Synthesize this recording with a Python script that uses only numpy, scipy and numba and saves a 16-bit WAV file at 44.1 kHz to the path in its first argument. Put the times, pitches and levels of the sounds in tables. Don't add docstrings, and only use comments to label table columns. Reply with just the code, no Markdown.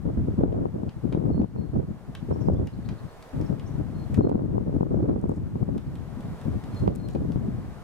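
import sys
import numpy as np
from scipy import signal
from scipy.fft import rfft, irfft, next_fast_len
from scipy.io import wavfile
from scipy.ndimage import uniform_filter1d
from numba import njit

SR = 44100
rng = np.random.default_rng(int(sys.argv[2]) if len(sys.argv) > 2 else 0)


def store_wav(level_fs):
    pcm = np.round(np.clip(np.atleast_2d(level_fs), -1, 1) * 32767)
    wavfile.write(sys.argv[1], SR, pcm.T.astype(np.int16))


N = 345303


def undb(db):
    return 10 ** (np.asarray(db) / 20)


def unit(x):
    return x / np.sqrt(np.mean(x ** 2))


def curve(points):
    return np.interp(np.arange(N) / SR, *np.transpose(points))


def colour(x, spectrum):
    hz, db = np.transpose(spectrum)
    size = next_fast_len(x.shape[-1])
    f = np.fft.rfftfreq(size, 1 / SR)
    gain = undb(np.interp(np.log(f + 1), np.log(hz), db))
    return irfft(rfft(x, size) * gain, size)[..., :x.shape[-1]]


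def noise(spectrum, channels=2):
    return unit(colour(rng.standard_normal((channels, N)), spectrum))


def burst(t, decay_s, spectrum):
    dying = rng.standard_normal(len(t)) * np.exp(-t / decay_s)
    return unit(colour(np.roll(dying, SR // 1000), spectrum))


def walk(rate):
    hold = max(int(SR / rate), 2)
    steps = np.repeat(rng.standard_normal(N // hold + 2), hold)
    return unit(uniform_filter1d(uniform_filter1d(steps, hold), hold)[:N])


def flicker(rate, depth_db):
    return unit(undb(depth_db * walk(rate)))


def pan(db):
    gains = undb(np.array([db, -db]).reshape(2, -1) / 2)
    return gains / np.sqrt(np.mean(gains ** 2, axis=0))


def ports(x, lead_ms):
    t = np.arange(N) / SR
    return np.array([x, np.interp(t - lead_ms / 1000, t, x)])


def add(track, s, x):
    i = max(int(s * SR), 0)
    track[..., i:i + x.shape[-1]] += x[..., :max(N - i, 0)]


def woodland_echo(x, fade_s, level_db, top_hz):
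    t = np.arange(SR // 2) / SR
    tail = rng.standard_normal((2, len(t))) * 1000 ** (-t / fade_s) * (1 - np.exp(-t / 0.0078))
    tail = signal.sosfilt(signal.butter(1, top_hz, fs=SR, output="sos"), tail)
    tail /= np.sqrt(np.sum(tail ** 2) / 2)
    return undb(level_db) * signal.fftconvolve(x[None], tail, axes=1)[:, :N]


def treetops(hiss_db=-14.5):
    # (time [s], level [dB])
    loudness = [(0, -47), (1.5, -47.5), (2.4, -46.5), (3.2, -45), (3.9, -48.5), (4.7, -46), (6.3, -45.5),
                (7.83, -46.5)]
    # (frequency [Hz], level [dB])
    rush_tone = [(40, 7), (150, -17.5), (400, 4), (750, 1), (1100, -3), (1900, -12), (2700, -21),
                 (4500, -24), (9000, -51)]
    hiss_tone = [(500, -5), (2000, 9), (4000, 3), (6000, 1.5), (9000, 0), (12000, -2.5), (15500, -8.5)]
    rush = ports(noise(rush_tone, channels=1)[0], lead_ms=0.098) + undb(-4.5) * noise(rush_tone)
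    rush = unit(rush) * flicker(rate=6, depth_db=0.65)
    hiss = unit(noise(hiss_tone) + undb(-8) * noise(hiss_tone, channels=1))
    return undb(curve(loudness)) * (rush + undb(hiss_db) * hiss)


def birds(note_s=0.125, step_s=0.255, drop_hz=17, sag_hz_per_s=510, whistle_rasp=0.0058, chirp_s=0.032):
    # (time [s], pitch [Hz], first note [dB], second note [dB])
    whistles = [(1.295, 4320, -58, -60), (3.933, 4260, -61, -55.5), (6.715, 4240, -55, -55.5)]
    # (time [s], start pitch [Hz], end pitch [Hz], level [dB], rasp [share of the pitch])
    chirps = [(2.322, 5100, 6070, -56, 0.052), (2.405, 6100, 5340, -53.5, 0.055),
              (2.455, 4950, 5130, -60, .006), (2.55, 3180, 3770, -58, .02), (2.725, 4000, 4850, -57, 0.076),
              (2.84, 3850, 4650, -54.5, .066), (2.976, 3900, 4860, -57, 0.054),
              (3.083, 3950, 4600, -61, .06), (3.452, 4900, 6100, -58, .02), (3.657, 5100, 6700, -55, 0.022),
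              (5.02, 4680, 4500, -65, .01), (5.85, 4520, 4320, -65, .01)]
    notes = []
    for start, pitch, first_db, second_db in whistles:
        for s, hz, db in [(start, pitch, first_db), (start + step_s, pitch - drop_hz, second_db)]:
            notes.append((s, note_s, hz, hz - sag_hz_per_s * note_s, db, whistle_rasp))
    notes += [(s, chirp_s, *rest) for s, *rest in chirps]
    song, waver, flutter = np.zeros(N), walk(500), flicker(rate=120, depth_db=3.0)
    for s, length, start_hz, end_hz, db, rasp in notes:
        progress = np.linspace(0, 1, int(length * SR))
        now = slice(int(s * SR), int(s * SR) + len(progress))
        hz = (start_hz + (end_hz - start_hz) * progress) * (1 + rasp * waver[now])
        tone = np.sin(2 * np.pi * np.cumsum(hz) / SR)
        add(song, s, undb(db - 6.5) * unit(np.sin(np.pi * progress) * flutter[now] * tone))
    return ports(song, lead_ms=0.041) + woodland_echo(song, fade_s=0.54, level_db=-6.5, top_hz=7000)


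def gusts(rise_s=0.016, rumble_fade_s=0.023, flutter_fade_s=0.017):
    # (time [s], rumble [dB])
    breeze = [(0, -27.5), (.7, -27), (.92, -40), (1.3, -28.5), (1.9, -30), (2.05, -37.5), (2.4, -33),
              (2.7, -40), (3.1, -41), (3.29, -48.5), (3.4, -31.5), (4.05, -34), (4.5, -19.5), (5.4, -22.5),
              (6.1, -39.5), (7.1, -29.5), (7.6, -30), (7.83, -42.5)]
    # (time [s], length [s], rumble [dB], flutter [dB], lean left [dB])
    blasts = [(0.045, 0.055, -19.5, -22, 5), (0.165, 0.037, -17.9, -23, 4),
              (0.265, 0.067, -23.5, -30.5, 0.5), (0.37, 0.301, -20.5, -21, 3.0),
              (0.725, 0.14, -24.5, -28, 4.6), (0.955, 0.016, -24.5, -49, 5.5),
              (1.024, 0.076, -21, -31.6, 8.7), (1.115, 0.314, -18, -19.5, 4.5),
              (1.53, 0.13, -23.5, -31.5, 6), (1.72, 0.1, -20.5, -26.5, -1.8), (1.866, 0.052, -23, -37, 5.5),
              (2.071, 0.025, -28, -46.4, 2.5), (2.2, 0.046, -29.5, -49.9, 8), (2.28, 0.14, -23.1, -27, 5),
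              (2.439, 0.082, -17, -21.5, 7), (2.523, 0.13, -21, -26.5, -0.5), (2.714, 0.085, -25, -46, 4.2),
              (2.847, 0.11, -28, -47, 3), (3.004, 0.047, -27, -41.9, 6.5), (3.331, 0.14, -29, -36, 4),
              (3.48, 0.076, -25, -26.5, 6), (3.57, 0.52, -30, -43.5, 8.5), (4.1, 0.084, -25.5, -40, 1.5),
              (4.17, 0.273, -18.5, -20, 4.6), (4.48, 0.13, -20, -23, 3.9), (4.657, 0.67, -21.5, -22.1, 4.5),
              (5.35, 0.081, -26, -31.5, 8.5), (5.536, 0.25, -24.5, -34, 4), (5.855, 0.49, -32, -54, 3),
              (6.446, 0.13, -22.5, -36.5, 8.7), (6.668, 0.1, -32, -55, -2), (6.82, 0.097, -22.5, -29, -4.5),
              (6.919, 0.19, -28, -36, 5.5), (7.139, 0.11, -21.5, -28.5, 3.5), (7.28, 0.27, -26, -37, 4.3)]
    t = np.arange(SR) / SR
    rumble, flutter = undb(curve(breeze)) ** 2, np.full(N, 1e-9)
    lean = rumble * 3
    for s, length, rumble_db, flutter_db, pan_db in blasts:
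        rise, after = np.minimum(t / rise_s, 1), np.maximum(t - length, 0)
        power = (undb(rumble_db) * rise * np.exp(-after / rumble_fade_s)) ** 2
        add(rumble, s, power)
        add(lean, s, power * pan_db)
        add(flutter, s, (undb(flutter_db) * rise * np.exp(-after / flutter_fade_s)) ** 2)
    puff_db, veer_db = 1.65 * walk(rate=30), 2.5 * walk(rate=20)
    return (10 * np.log10(rumble) + puff_db,
            10 * np.log10(flutter) + 1.4 * puff_db,
            lean / rumble + veer_db)


def wind(rumble_db, flutter_db, pan_db):
    # (frequency [Hz], level [dB])
    rumble_tone = [(15, -22), (30, -20.5), (50, -3.5), (80, 0.5), (130, 2), (200, -2.5), (280, -9),
                   (400, -19.5), (700, -36), (1500, -77)]
    flutter_tone = [(90, -52), (180, -17), (270, 4.5), (400, -3), (600, -11), (900, -25.5), (1400, -35),
                    (2200, -55.5), (4000, -62), (8000, -85)]
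    wide_tone = [(150, -27.5), (280, 3.5), (420, -1.5), (600, -5), (900, -17.5), (1400, -30.5), (2200, -44),
                 (5000, -68)]
    throb = flicker(rate=75, depth_db=2.04)
    rumble = noise(rumble_tone) * undb(rumble_db) * pan(1.23 * pan_db)
    flutter = noise(flutter_tone) * pan(0.72 * pan_db)
    flutter += undb(-5) * noise(wide_tone, channels=1) * np.array([[1], [-1]])
    return throb * (rumble + unit(flutter) * flicker(rate=240, depth_db=5.0) * undb(flutter_db))


def small_swirls(rumble_db, flutter_db, pan_db, per_s=10, scatter_db=2.5):
    arrivals = np.flatnonzero(rng.random(N) < per_s / SR)
    edge_db, thump_db = scatter_db * rng.standard_normal((2, N))
    return [(i / SR, flutter_db[i] - 9.5 + edge_db[i], rumble_db[i] + 0.5 + thump_db[i], pan_db[i])
            for i in arrivals]


def swirls(lesser, ring_hz=200, ring_s=0.0035, pitch_spread=0.096, far_port_db=-5):
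    # (time [s], sharp edge [dB], thump [dB], lean left [dB])
    hardest = [(.389, -31, -10, 9), (.655, -19.5, -24, 6), (.833, -29, -15.5, 3), (1.148, -24, -12, 4),
               (1.395, -33, -9, 3), (1.443, -25, -13.5, 13), (1.561, -29.5, -27, -8),
               (1.763, -28, -12.5, -5), (2.324, -29, -25, 0), (2.36, -30, -24, 3), (2.485, -16, -20, -1),
               (3.402, -44, -20.5, 4), (3.5, -37, -22, 4), (4.187, -37, -10.5, -2), (4.208, -20, -17, 12),
               (4.295, -20, -23, 0), (4.315, -18, -13, -2), (4.354, -20.5, -6.5, 3),
               (4.58, -18, -18.5, 0.5), (4.808, -17.5, -8.5, 3), (4.83, -17.5, -11, 4),
               (4.914, -29, -19, -0.5), (4.973, -27, -17, 2.5), (5.24, -20.5, -13, 8),
               (5.294, -20.5, -10.5, 3), (5.556, -28, -18, .5), (5.628, -29.5, -15, .5),
               (6.171, -52, -26.5, 9), (6.283, -52, -27, 0), (6.48, -41, -17.5, 4), (6.877, -17, -15.5, 0),
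               (7.16, -29, -17, 5), (7.302, -33, -17.5, 7), (7.358, -28.5, -14, 8), (7.485, -48, -17, 0)]
    # (frequency [Hz], level [dB])
    edge_tone = [(60, -21.5), (200, -15.5), (400, 6.5), (600, -6.5), (900, -7.5), (1400, -27),
                 (2000, -45.5), (3000, -51), (6000, -70.5)]
    out, rows = np.zeros((2, N)), hardest + lesser
    t = np.arange(-SR // 100, SR // 30) / SR
    kick = signal.hilbert(colour(1. * (t == 0), edge_tone))
    kick /= np.abs(kick).max()
    swell = 2.48 / (np.exp(-t / 0.00093) + np.exp(t / ring_s))
    for s, edge_db, thump_db, pan_db in rows:
        detune, turn = rng.standard_normal(2)
        phase = np.exp(1j * np.pi * turn)
        hz = ring_hz * np.exp(pitch_spread * detune)
        thump = undb(thump_db) * swell * np.real(phase * np.exp(2j * np.pi * hz * t))
        edge = undb(edge_db + 17.5) * np.real(phase * kick)
        sides = np.array([[1], [-undb(far_port_db)]])[::1 if pan_db > 0 else -1]
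        add(out, s + t[0] + 0.001483, thump * pan(pan_db) + edge * sides)
    return out


def scrapes():
    # (time [s], length [s], level [dB])
    strokes = [(2.155, .06, -67), (4.147, .04, -66), (5.295, .039, -61), (5.335, 0.043, -58),
               (6.725, .09, -67), (7.083, 0.068, -61)]
    # (frequency [Hz], level [dB])
    flake_tone = [(1500, -11), (3500, -5), (7000, 3), (11000, -5), (15500, -14)]
    pressure = np.zeros(N)
    for s, length, db in strokes:
        add(pressure, s, undb(db) * signal.windows.tukey(int(length * SR)))
    snaps = noise(flake_tone, channels=1)[0] * flicker(rate=830, depth_db=6)
    return ports(snaps * pressure, lead_ms=0.02)


def pecks(tick_s=0.00095, crack_s=0.0041, splinter_s=0.0044, push_s=0.00077):
    # (time [s], wood [dB], crack [dB], tick [dB])
    blows = [(0.5238, -55.5, -67, -69), (0.8915, -51, -55.5, -74), (1.1246, -44.5, -63, -58),
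             (1.415, -57, -68, -68), (2.15, -41.5, -55, -45.5), (2.5375, -69, -64, -57),
             (2.6705, -47, -54, -48), (2.8878, -45, -51.5, -62), (3.2244, -54, -58, -53),
             (3.291, -73, -73, -60), (3.4126, -60, -59, -60), (3.5953, -52, -62, -59),
             (4.143, -47, -57, -48.5), (4.2922, -55, -61, -52), (5.1906, -70, -70, -56),
             (5.2131, -80, -80, -51), (5.2914, -76, -73, -47), (5.3394, -72, -68, -59),
             (5.7784, -49.5, -61, -50), (5.9534, -51.5, -65, -55), (6.206, -58, -67, -58),
             (6.413, -57, -66, -57), (6.637, -56, -62, -60), (6.745, -62, -63, -58), (6.794, -65, -63, -61),
             (6.8746, -48.5, -59, -66), (6.9514, -63, -70, -48), (6.9576, -65, -61, -41),
             (7.0856, -54, -59, -49), (7.1492, -54, -62, -62), (7.3193, -55, -58, -55)]
    # (frequency [Hz], time to fade by 60 dB [s], level [dB])
    branch = [(855, 0.028, 13.5), (1450, 0.017, -7.5), (1900, 0.0074, -2.5), (2260, 0.0084, 3),
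              (3000, 0.0049, 1), (3640, 0.0044, -2.5)]
    # (frequency [Hz], level [dB])
    splinter_tone = [(500, -3), (1000, 0.5), (1600, 0.5), (2600, 0.5), (3700, -2), (5000, -15.5),
                     (9000, -29.5)]
    crack_tone = [(1500, -19), (3000, -14.5), (3800, 4), (4800, 6.5), (6500, 0), (9000, -8), (15000, -32)]
    tick_tone = [(2500, -39.5), (5500, -7), (8500, 3), (12000, -1), (15500, -8)]
    wood, ticks = np.zeros((2, N))
    t = np.arange(SR // 40) / SR
    hz, fade_s, ring_db = np.transpose(branch)[:, :, None]
    for s, wood_db, crack_db, tick_db in blows:
        detune = 1 + 0.056 * rng.standard_normal(hz.shape)
        rings = undb(ring_db) * np.sin(2 * np.pi * hz * detune * t) * 1000 ** (-t / fade_s)
        ringing = rings[::2].sum(0) - rings[1::2].sum(0)
        knock = unit(ringing * (1 - np.exp(-t / push_s)))
        add(wood, s + 0.000974, undb(wood_db - 12) * knock)
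        add(wood, s, undb(wood_db - 2.5) * burst(t, splinter_s, splinter_tone))
        add(wood, s, undb(crack_db - 3.5) * burst(t, crack_s, crack_tone))
        add(ticks, s, undb(tick_db - 9.5) * burst(t, tick_s, tick_tone))
    echo = woodland_echo(wood, fade_s=0.18, level_db=-8, top_hz=4500)
    return ports(wood + ticks, lead_ms=0.026) + echo


@njit
def follow(wanted, start, attack, recover):
    out, now = np.empty(len(wanted)), start
    for i in range(len(wanted)):
        now = now + (wanted[i] - now) * attack if wanted[i] > now else max(now - recover, wanted[i])
        out[i] = now
    return out


def scene():
    forest = pecks() + scrapes() + birds() + treetops()
    air = gusts()
    return forest + wind(*air) + swirls(small_swirls(*air))


def record(dry):
    threshold_db, cut_per_db, start_cut_db = -30, 0.597, 6.0
    average_s, attack_s, recover_db_per_s = 0.012, 0.033, 8
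    bass_hz, top_hz = 140, 15800
    sensed = signal.sosfilt(signal.butter(1, bass_hz, "high", fs=SR, output="sos"), dry)
    power = uniform_filter1d(np.mean(sensed ** 2, axis=0), int(average_s * SR))
    level_db = 10 * np.log10(np.abs(power) + 1e-18)
    wanted_db = cut_per_db * np.maximum(level_db - threshold_db, 0)
    cut_db = follow(wanted_db, start_cut_db, 1 / (attack_s * SR), recover_db_per_s / SR)
    return signal.sosfilt(signal.ellip(10, .1, 80, top_hz, fs=SR, output="sos"), dry * undb(-cut_db))


dry = scene()
out = record(dry)
store_wav(out)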